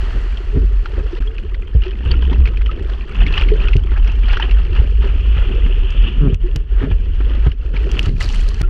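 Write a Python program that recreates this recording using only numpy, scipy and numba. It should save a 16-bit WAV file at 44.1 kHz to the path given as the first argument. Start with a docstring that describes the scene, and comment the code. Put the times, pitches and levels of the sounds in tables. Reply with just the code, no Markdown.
"""At sea, on the nose of a surfboard: a surfer paddles through chop and whitewater, pops up and falls.
A sealed camera hears it. Wind and chop shake the nose into a rumble: an uneven low tone plus low noise.
Water splashes (hiss and short bubble tones, ringing the housing) and knocks and gurgles along the hull.
Drops plink, air pockets gulp and something squeaks as gliding tones; slaps make the board ring, spray
ticks on the housing, a foot rubs the deck in small slips, and near the end the sound cuts out with a click."""
import sys
import numpy as np
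from scipy import signal
from scipy.fft import rfft, irfft, next_fast_len
from scipy.io import wavfile
from scipy.ndimage import uniform_filter1d
from numba import njit

SR = 44100
rng = np.random.default_rng(int(sys.argv[2]) if len(sys.argv) > 2 else 0)


def unload_audio(sound):
    """Save the sound as a 16-bit wav file, at the path given as the first command line argument."""
    columns = np.transpose(np.atleast_2d(sound))
    # keep every value between -1 and 1, then stretch to whole-number steps
    steps = np.round(np.clip(columns, -1, 1) * 32767)
    wavfile.write(sys.argv[1], SR, steps.astype(np.int16))


N = 383229
TIME = np.arange(N) / SR  # seconds


def undb(db):
    """Turn decibels into gain."""
    return 10 ** (np.asarray(db) / 20)


def unit(x):
    """Scale a sound to an average (rms) level of 1."""
    return x / np.sqrt(np.mean(x ** 2) + 1e-18)


def curves(rows):
    """Join each column of a table by straight lines in time."""
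    s, *columns = np.transpose(rows)
    return [np.interp(TIME, s, column) for column in columns]


def colour(x, points):
    """Filter by a spectrum of (Hz, dB) points that falls away steeply beyond its ends."""
    size = next_fast_len(len(x) + 2048)
    octave = np.log2(np.arange(size // 2 + 1) * SR / size + 1)
    hz, db = np.transpose(points)
    inside = np.clip(octave, np.log2(hz[0]), np.log2(hz[-1]))
    outside_octaves = abs(octave - inside)
    gain = undb(np.interp(octave, np.log2(hz), db) - 21 * outside_octaves)
    return irfft(rfft(x, size) * gain, size)[:len(x)]


def walk(rate):
    """Wander at random, heading for a new value `rate` times a second."""
    knots = rng.standard_normal(4096)
    return 1.38 * np.interp(TIME * rate, np.arange(len(knots)), knots)


def even(x, span_s):
    """Hold a texture at rms 1 over the given span, keeping its faster detail."""
    power = np.abs(uniform_filter1d(x ** 2, max(int(span_s * SR), 8)))
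    return x / np.sqrt(power + 1e-12)


def add(out, s, x):
    """Mix a sound in at time s."""
    i = int(np.clip(s * SR, 0, N - 1))
    out[i:i + len(x)] += x[:N - i]


def swell(s, rise_s, fall_s):
    """Gain that climbs to 1 at time s and dies away, 20 dB in each given time."""
    return undb(-20 * np.maximum((s - TIME) / rise_s, (TIME - s) / fall_s).clip(0, 10))


@njit
def ring_grains(out, start, hz, cycles, size, rise):
    """Add sines that swell over about a cycle and creep up in pitch as they die."""
    y = out.copy()
    for k in range(len(start)):
        length = int(cycles[k] * SR / hz[k]) + 2
        # each sample, the tone turns and fades by one step, and that step speeds up a little
        step = np.exp(2j * np.pi * hz[k] / SR - 6 / length)
        glide = np.exp(2j * np.pi * hz[k] / SR * rise / length)
        z, closed, opening = size[k] + 0j, 1., np.exp(-hz[k] / SR)
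        for i in range(int(start[k]), min(int(start[k]) + length, len(y))):
            y[i] += z.imag * (1 - closed)
            closed *= opening
            z *= step
            step *= glide
    return y


def bubbles(low_hz, high_hz, cycles, spread_db, count):
    """A cloud of bubbles and droplets of all sizes, mostly faint, a few loud."""
    when, pitch, life, strength = rng.random((count, 4)).T
    hz = low_hz * (high_hz / low_hz) ** pitch
    size = undb(-spread_db * np.log(1 - .982 * strength)) * hz / low_hz
    return ring_grains(np.zeros(N), when * N, hz, cycles * 2 ** (2 * life - 1), size, .12)


# Moments when the water falls briefly quiet.
# Each row: middle in seconds, half length in seconds, depth in dB.
LULL_TIMES = [(6.383, .026, 15), (6.653, .037, 8), (7.56, .036, 11), (7.715, .025, 5), (8.157, .04, 6.5)]


def lull_db():
    """How far the water has fallen quiet at each moment, in dB."""
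    dips = 0
    for s, half_s, depth_db in LULL_TIMES:
        dips = dips - depth_db * np.exp(-np.minimum(((TIME - s) / half_s) ** 2, 50))
    return dips


# The steady wash of foam around the board, before lulls and clumps change it.
# Each row: time in seconds, then levels in dB of splash, housing ring and fine spray.
FOAM_WASH = [(0, -37, -45, -51), (0.67, -46.5, -52, -59), (1.11, -44.5, -50.5, -59), (1.6, -50, -52.5, -66),
             (2.76, -45.5, -48, -64.5), (3.3, -43.5, -52.0, -57), (3.85, -46.5, -48.0, -63),
             (4.85, -49, -47.5, -60), (5.36, -43.5, -38, -59.5), (6.09, -43.0, -38.5, -62.0),
             (6.59, -49.5, -51.0, -65.5), (7.05, -52.5, -48.5, -66.0), (7.7, -49, -51, -62),
             (8.32, -44, -45, -47), (8.6, -42, -46, -50), (8.69, -49, -56, -78)]
# Arm strokes, breaking crests and the final fall, each added to the wash.
# Each row: peak in seconds, seconds to swell by 20 dB, seconds to fall by 20 dB,
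# then levels in dB of splash, housing ring and fine spray.
SPLASH_BURSTS = [(0.975, 0.1, 0.1, -37, -58, -64), (1.178, 0.14, 0.06, -41, -46, -51),
                 (1.85, 0.03, 0.14, -40.5, -39, -54), (2.109, 0.14, 0.14, -34.5, -35.0, -53),
                 (2.225, 0.06, 0.18, -40, -37.5, -57), (2.334, 0.1, 0.15, -38.5, -42.0, -60),
                 (2.476, 0.08, 0.06, -37.5, -42, -54), (2.893, 0.12, 0.23, -40.5, -47.5, -55),
                 (3.215, 0.15, 0.14, -32, -32, -57), (3.376, 0.13, 0.14, -27, -25.5, -42.5),
                 (3.636, 0.15, 0.15, -32.0, -33.5, -51), (3.968, 0.13, 0.07, -34.5, -45.0, -61),
                 (4.075, 0.06, 0.14, -35.0, -35.0, -51), (4.336, 0.14, 0.06, -27, -27, -42.5),
                 (4.402, 0.015, 0.15, -27.5, -27.5, -50), (4.6, 0.14, 0.14, -37, -40.5, -57),
                 (4.768, 0.08, 0.14, -32.5, -34.5, -51), (5.026, 0.02, 0.18, -32.5, -38.5, -54.0),
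                 (5.387, 0.11, 0.33, -36, -39, -62.5), (6.087, 0.24, 0.03, -38.5, -29.5, -57.0),
                 (6.83, 0.12, 0.06, -32.5, -48, -66), (6.92, 0.05, 0.03, -39, -40, -56),
                 (7.36, 0.45, 0.25, -41, -43, -58), (7.468, 0.05, 0.015, -30, -40, -51),
                 (7.739, 0.008, 0.22, -35.5, -38.5, -52), (7.976, 0.14, 0.09, -34.0, -35.0, -50.0),
                 (8.064, 0.13, 0.03, -33.5, -37, -44), (8.205, 0.008, 0.12, -30, -34, -31),
                 (8.34, 0.14, 0.22, -40, -38.5, -42.5)]
ENGULFED_S = 7.9  # splashes after this break over the housing itself


def flow():
    """Levels in dB of splash, housing ring, close spray and thrown spray: powers simply add up."""
    splash, ring, close = undb(curves(FOAM_WASH)) ** 2
    thrown = np.full(N, 1e-12)
    for s, rise_s, fall_s, splash_db, ring_db, spray_db in SPLASH_BURSTS:
        burst = swell(s, rise_s, fall_s) ** 2
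        splash += undb(splash_db) ** 2 * burst
        ring += undb(ring_db) ** 2 * burst
        spray = close if s > ENGULFED_S else thrown
        spray += undb(spray_db) ** 2 * burst
    return 10 * np.log10([splash, ring, close, thrown]) + lull_db()


def spatter(spread_db, fade_s, count):
    """Gain of water landing in gobs: each swells and fades within milliseconds; rms 1."""
    when, strength = rng.random((count, 2)).T
    gob_power = undb(-spread_db * np.log(1 - .97 * strength)) ** 2
    power = np.bincount((when * N).astype(int), gob_power, N)
    t = TIME[:SR // 20]
    pulse = t / fade_s * np.exp(-t / fade_s)
    return even(np.sqrt(abs(signal.fftconvolve(power, pulse)[:N])), .1)


# How broken up the water is.
# Each row: time in seconds, share from 0 to 1 that is separate drops rather than foam.
DROP_SHARE = [(0, 0.06), (1.1, 0.36), (1.3, 0.58), (4.4, 0.54), (5.3, .2), (7.4, 0.3), (8.3, 0.5)]
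# The tone colours of splash, ringing housing, fine spray, its bright fizz, and the duller spray
# flung up by a stroke. Each row: pitch in Hz, relative level in dB.
SPLASH_COLOUR = [(400, -6.5), (650, -4.5), (900, -3), (1100, -3.5), (1280, 0.5), (1550, -2), (1800, -0.5),
                 (2200, -7), (2700, -11.5), (3400, -13.5), (3900, -22)]
HOUSING_COLOUR = [(1900, -39.5), (2350, -4.5), (2650, 2.5), (2920, 3), (3250, -1.5), (3550, -10),
                  (3900, -38), (5000, -48)]
SPRAY_COLOUR = [(3000, -17), (3800, -3.5), (4350, 1.5), (4900, -5.5), (5800, -9.5), (7300, -15),
                (8500, -19.5), (11000, -26.5), (14000, -42.5)]
FIZZ_COLOUR = [(5000, -8.5), (7400, 5), (9000, -6), (12000, -14), (14000, -7), (15500, -28)]
THROWN_COLOUR = [(3000, -4), (4300, 1), (5000, -5), (5800, -10), (6800, -26)]
MIST_SHARE = .8  # fine spray is smoother: its share of separate drops, relative to the splash


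def water():
    """Foam hiss and bursting drops pass the housing wall, which rings near 3 kHz; spray sits on top."""
    splash_db, ring_db, spray_db, thrown_db = flow()
    share, = curves(DROP_SHARE)
    fine = share * MIST_SHARE
    # short spatter, and a few whole bubbles that ring on as plops
    gobs = bubbles(600, 4200, cycles=15, spread_db=3.9, count=7500)
    gobs = gobs + bubbles(480, 3300, cycles=45, spread_db=3.8, count=800)
    mist = bubbles(3600, 14000, cycles=7, spread_db=5.3, count=7000)
    # water arrives in clumps, which lift all pitches together
    clumps = np.sqrt(1 - share + share * spatter(spread_db=3.9, fade_s=.0021, count=1300) ** 2)
    # the louder the spray, the brighter it is
    fizz_db = 1.4 * spray_db - 6.5
    layers = ((gobs, share, SPLASH_COLOUR, splash_db),
              (gobs, share, HOUSING_COLOUR, ring_db),
              (mist, fine, SPRAY_COLOUR, spray_db),
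              (mist, fine, FIZZ_COLOUR, fizz_db),
              (mist, fine, THROWN_COLOUR, thrown_db))
    out = 0
    for grains, part, shape, db in layers:
        foam = unit(colour(rng.standard_normal(N), shape))
        separate = even(colour(grains, shape), 0.1)
        out = out + undb(db) * (np.sqrt(1 - part) * foam + np.sqrt(part) * separate)
    return out * clumps


# How hard wind and chop shake the nose. Each row: time in seconds, relative level in dB.
CHOP_LEVEL = [(0.0, -14.5), (0.52, -19), (0.58, -8.0), (0.87, -16.5), (1.745, -20), (1.76, -9), (1.87, -19),
              (2.04, -21), (2.06, -12), (2.41, -9.5), (2.75, -16.5), (3.15, -22.0), (3.2, -10.5),
              (6.3, -11.5), (6.49, -14.5), (7.4, -12), (7.6, -15), (8.69, -12.5)]
# How fast the nose swings, on average. Each row: time in seconds, swings per second in Hz.
SWING_RATE = [(0, 45), (1.6, 41), (2.1, 58), (3.5, 39), (4.05, 46), (5.2, 50), (5.9, 38), (7.45, 53),
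              (8.3, 38)]
# The tone colour of the buffeting. Each row: pitch in Hz, relative level in dB.
RUMBLE_COLOUR = [(17, -11), (24, 1.5), (36, 3), (52, -4.5), (64, -3.5), (80, -8), (100, -22), (140, -36.5)]
LULL_ON_SWING = .6  # share of a lull's depth that the swinging feels


def board():
    """Wind and chop swing the nose near 45 Hz, never quite evenly, inside a broader buffeting."""
    db = curves(CHOP_LEVEL)[0] + LULL_ON_SWING * lull_db()
    hz, = curves(SWING_RATE)
    wobbly_hz = hz * (1 + 0.08 * walk(36))
    swing = np.sin(2 * np.pi * np.cumsum(wobbly_hz) / SR) * undb(3.2 * walk(14))
    buffet = even(colour(rng.standard_normal(N), RUMBLE_COLOUR), .25)
    return even(unit(swing) + undb(-3.5) * buffet, .3) * undb(db + .4)


# Water heaving under the hull, before lulls and random wandering change it;
# the row at 6.278 is the low body of the foot rub.
# Each row: peak in seconds, length in seconds, knocking level in dB, gurgling level in dB.
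HULL_SURGES = [(0.16, 0.2, -29, -32), (0.575, 0.14, -26, -28), (0.985, 0.2, -30, -27),
               (2.102, 0.38, -25, -31.5), (2.34, 0.5, -23.5, -31.5), (2.78, 0.45, -38, -33.5),
               (3.22, 0.29, -23.5, -34), (3.5, 0.8, -31, -31.5), (4.43, 0.45, -42, -31.5),
               (4.768, 0.4, -26, -32.0), (5.05, 0.2, -28, -32), (5.5, 0.8, -29.5, -30),
               (6.039, 0.46, -28, -36), (6.278, 0.27, -18.0, -28.5), (6.84, 0.22, -29, -27),
               (7.33, 0.5, -35, -35), (7.87, 0.46, -36, -30.5), (8.12, 0.8, -21.5, -37)]
SURGE_SWELL = .4  # share of a surge's length spent building up
KNOCK_UNDER_CHOP_DB, GURGLE_REST_DB = -26.5, -42  # at rest, knocking follows the chop, gurgling is even
LULL_ON_KNOCK = .5  # share of a lull's depth that the knocking feels


def heave():
    """Levels in dB of knocking and gurgling: each table row adds its power to the resting motion."""
    chop_db, = curves(CHOP_LEVEL)
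    power = undb([chop_db + KNOCK_UNDER_CHOP_DB, np.full(N, GURGLE_REST_DB)]) ** 2
    for s, length_s, *levels_db in HULL_SURGES:
        surge = swell(s, SURGE_SWELL * length_s, (1 - SURGE_SWELL) * length_s)
        power += undb(levels_db)[:, None] ** 2 * surge ** 2
    return 10 * np.log10(power) + np.outer([LULL_ON_KNOCK, 1], lull_db())


# The tone colours of knocking and gurgling. Each row: pitch in Hz, relative level in dB.
KNOCK_COLOUR = [(90, 2), (120, 0), (138, -6.5), (165, -8.5), (215, -13)]
GURGLE_COLOUR = [(170, -10), (215, -3.5), (260, -3), (315, -3), (370, 3), (425, 2), (490, -6), (640, -16.5),
                 (900, -35.5)]


def hull():
    """Chop knocks on the hollow board while large bubbles gurgle; one surge is the foot rub's low body."""
    churn = bubbles(88.8, 722, cycles=8.1, spread_db=2.5, count=2600)
    out = 0
    for shape, db in zip((KNOCK_COLOUR, GURGLE_COLOUR), heave()):
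        bubbling = unit(colour(churn, shape))
        rush = unit(colour(rng.standard_normal(N), shape))
        out = out + even(bubbling + .5 * rush, .11) * undb(db)
    return out * undb(1.4 * walk(22))


def plink(hz, ring_s, crack_s, crack_db):
    """One impact with peak 1: a brief crack and a damped tone, swelling over one cycle."""
    t = TIME[:SR // 20]
    tone = np.sin(2 * np.pi * hz * t) * np.exp(-t / ring_s)
    crack = undb(crack_db) * rng.standard_normal(len(t)) * np.exp(-t / crack_s)
    x = (tone + crack) * (1 - np.exp(-t * hz))
    return x / abs(x).max()


# Drops and small splashes landing close by, before the final filter.
# Each row: start in seconds, relative level in dB, pitch in Hz.
LANDING_DROPS = [(0.372, -24, 3200), (0.858, -18, 1400), (1.382, -23.5, 2560), (1.545, -25.5, 2000),
                 (1.82, -24, 2880), (1.836, -22, 2823), (1.909, -27, 2970), (2.115, -18, 3100),
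                 (2.329, -18, 950), (2.456, -19.5, 2547), (2.474, -17.0, 2260), (2.572, -22, 2460),
                 (2.618, -26, 2134), (2.661, -21, 3030), (2.714, -24.5, 2680), (3.265, -14, 2230),
                 (3.378, -8.5, 2920), (3.42, -13.5, 2447), (3.486, -18.5, 2190.0), (3.684, -15, 2560),
                 (3.733, -15.5, 2690), (4.371, -12.5, 1450), (4.398, -15.5, 1700), (4.511, -18, 2760),
                 (7.517, -26, 2900), (7.766, -21, 2300), (8.209, -17, 1954)]


def drops():
    """Each gob of water lands with a plink, throws off a few smaller ones and a sizzle of spray."""
    out, t = np.zeros(N), TIME[:SR // 20]
    for s, db, hz in LANDING_DROPS:
        add(out, s, undb(db - .5) * plink(hz, ring_s=.002, crack_s=.0045, crack_db=-8))
        sizzle = unit(colour(rng.standard_normal(len(t)), [(4200, 6), (5300, -7), (6200, -6)]))
        add(out, s, undb(0.83 * db - 20) * sizzle * np.exp(-t / 0.008))
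        # three smaller plinks within 7 ms
        for lag, detune in rng.random((3, 2)):
            small_hz = hz * 2 ** (1.3 * detune - .9)
            small = plink(small_hz, ring_s=.0018, crack_s=.004, crack_db=-9)
            add(out, s + .007 * lag, undb(db - 11) * small)
    return colour(out, [(600, -6.5), (1200, 4), (3200, 5.5), (3800, -6.5),
                        (5500, -8.5), (8000, -38.5), (15000, -37)])


# Air pockets ringing, and at 1.858 a short squeak, perhaps of wetsuit on the board.
# Each row: start in seconds, peak level in dB, starting pitch in Hz, swell in seconds,
# seconds for the ring to fade by 60 dB, pitch rise in octaves per second (negative falls).
GULPS_AND_SQUEAK = [(.526, -27, 418, 0.0049, 0.15, -1.5), (0.561, -23, 411, .005, 0.12, 1.5),
                    (1.128, -18, 345, 0.0042, 0.057, 4), (1.25, -33, 420, .03, .25, 1.2),
                    (1.274, -28, 3230, 0.0016, 0.035, 2.5), (1.858, -19.5, 358, .008, 0.12, 2.5),
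                    (2.06, -21, 104, .01, .5, -.6), (2.114, -18.5, 4476, 0.0008, .02, 3),
                    (2.691, -23, 1242, 0.0028, 0.066, 4), (3.516, -9, 409.6, 0.0045, 0.1, 2.5),
                    (4.397, -17, 880, .002, .035, 4), (5.03, -24, 410, .016, .16, -1.5),
                    (6.432, -22.5, 337.3, 0.016, 0.16, 3), (8.632, -30, 1379, 0.006, 0.082, 0)]


def gulps_and_squeak():
    """Trapped air, and one squeak, ring as fading tones that mostly glide up and sometimes down."""
    out, t = np.zeros(N), TIME[:SR // 4]
    for s, db, hz, swell_s, t60, rise in GULPS_AND_SQUEAK:
        shape = (1 - np.exp(-(t / swell_s) ** 2)) * undb(-60 * t / t60)
        tone = np.sin(2 * np.pi * np.cumsum(hz * 2 ** (rise * t)) / SR)
        add(out, s, undb(db) * shape / shape.max() * tone)
    return out


# The ways the board and its mount ring.
# Each row: pitch in Hz, seconds to fade by 60 dB, relative level in dB.
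BOARD_MODES = [(48, 0.067, -12.5), (85.5, 0.12, -0.5), (145, 0.061, 1.5), (268, 0.092, -1),
               (360, 0.021, 6.5)]


def board_ring():
    """The board's answer to one short push: a few fading tones."""
    t = TIME[:SR // 3]
    return sum(undb(db) * np.sin(2 * np.pi * hz * t) * undb(-60 * t / t60) for hz, t60, db in BOARD_MODES)


# Waves and limbs slapping the board; the last row is a click as the sound cuts out.
# Each row: start in seconds, relative level of the thud in dB, relative level of the short noise in dB,
# pitch of the push in Hz.
SLAPS_AND_CLICK = [(0.556, -10, -37, 120), (0.571, -10, -40, 250), (1.204, -23, -39, 240),
                   (1.749, -6, -43, 108), (2.056, -13, -37, 90), (2.316, -11, -33, 227),
                   (3.754, -4.5, -47, 115), (3.917, -23, -31, 380), (4.795, -13.5, -36, 117.2),
                   (5.365, -16, -29, 130), (5.662, -15, -30, 200), (6.326, -9, -46, 110.3),
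                   (6.557, -12, -34, 128), (6.82, -19, -35, 380), (6.838, -9.5, -30, 241),
                   (6.855, -13, -38, 150), (6.912, -10, -31, 85), (7.204, -19, -31, 350),
                   (7.305, -22, -33, 330), (7.465, -5.5, -28, 125), (7.74, -18, -37, 200),
                   (8.067, -10.5, -35, 110), (8.611, -10.5, -24, 130)]
HOLLOW_DB, HOLLOW_FADE_S = -14.5, .011  # hollow clatter: level relative to the table's thud, fade time


def slaps_and_click():
    """A push rings the board, with hollow clatter and a wet smack; the last one is part of a click."""
    out, t = np.zeros(N), TIME[:SR // 3]
    for s, db, smack_db, hz in SLAPS_AND_CLICK:
        # the push gives way and springs back; a lower pitch makes a longer push
        push = np.sin(2 * np.pi * hz * t) * np.exp(-1.5 * hz * t)
        thud = signal.fftconvolve(board_ring(), push)[:len(t)]
        thud = thud / abs(thud).max() * undb(db + 3.0)
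        hollow = unit(colour(rng.standard_normal(len(t)), KNOCK_COLOUR + GURGLE_COLOUR[2:]))
        smack = unit(colour(rng.standard_normal(len(t)), SPLASH_COLOUR))
        wet = undb(db + HOLLOW_DB) * hollow * np.exp(-t / HOLLOW_FADE_S)
        wet = wet + undb(smack_db + 4.5) * smack * np.exp(-t / 0.0075)
        add(out, s, thud + wet * (1 - np.exp(-t / 0.0023)))
    return out


# Spray striking the housing; the last row is a click as the sound cuts out.
# Each row: start in seconds, ring level in dB, pitch in Hz, relative crack level in dB.
TICKS_AND_CLICK = [(3.7659, -18, 2800, -43.5), (5.9043, -28, 2940, -46), (6.3434, -22.5, 2640, -45),
                   (6.5597, -21, 2830, -37), (7.9148, -21, 2891, -37), (7.9921, -4, 2810, -34.5),
                   (8.0286, -28, 3100, -40), (8.0576, -26, 2940, -40), (8.2255, -28, 3000, -37),
                   (8.289, -26, 2900, -39), (8.4865, -32, 3170, -36), (8.6146, -32, 2900, -33.5)]


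def ticks_and_click():
    """Spray rings the housing for an instant, brighter for a harder crack; the last is part of a click."""
    out, t = np.zeros(N), TIME[:SR // 20]
    for s, db, hz, crack_db in TICKS_AND_CLICK:
        top_db = min(1.83 * crack_db + 46.5, -5)
        crack_colour = [(3500, 5), (5000, 10.5), (7500, -1.5), (15000, top_db)]
        crack = unit(colour(rng.standard_normal(len(t)), crack_colour)) * np.exp(-t / 0.0025)
        ring = plink(hz, ring_s=0.00089, crack_s=0.0012, crack_db=-44)
        add(out, s + 0.00081, undb(db) * ring + undb(crack_db + 9) * crack)
    return out


# A foot rubbing over the deck.
# Each row: time in seconds, average slips per second in Hz, relative level in dB.
FOOT_RUB = [(6.18, 157.1, -70), (6.215, 150.4, -17), (6.25, 141.5, -14.5), (6.278, 123.6, -15.5),
            (6.315, 118, -69)]


def foot():
    """A wet foot sticks and slips on the deck; each slip rings the board."""
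    hz, db = curves(FOOT_RUB)
    wobbly_hz = hz * (1 + 0.01503 * walk(120))
    # one click each time a whole slip has been counted
    slips = np.diff(np.floor(np.cumsum(wobbly_hz) / SR), prepend=0)
    body = signal.fftconvolve(slips * undb(1.3 * walk(110)), board_ring())[:N]
    body = colour(body, [(90, -12), (140, 5.5), (430, -2), (700, -17), (1300, 8.5), (2000, -3)])
    rubbing = (TIME > FOOT_RUB[0][0]) * (TIME < FOOT_RUB[-1][0])
    return even(body, 0.013) * undb(db + 1.5) * rubbing


def scene():
    """Add up all that the one microphone hears, mostly through the board and the housing."""
    mix = water() + board() + hull() + drops()
    mix = mix + gulps_and_squeak() + slaps_and_click() + ticks_and_click() + foot()
    return mix[None]


# Moments when the sound drops out. Each row: start in seconds, end in seconds.
DROPOUTS = [(1.193, 1.203), (8.619, 8.628)]
TOP_HZ = 15800  # the treble is cut above this


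def record(dry):
    """The sound drops out twice for an instant; the camera rounds the highest peaks and cuts the top."""
    live = np.ones(N)
    for start, end in DROPOUTS:
        live[(TIME > start) & (TIME < end)] = 0
    x = dry * uniform_filter1d(live, size=90)  # soften the edges over 2 ms
    x = x / (1 + x ** 8) ** (1 / 8)
    return signal.sosfilt(signal.ellip(8, .2, 80, TOP_HZ, fs=SR, output="sos"), x)


dry = scene()
out = record(dry)
unload_audio(out)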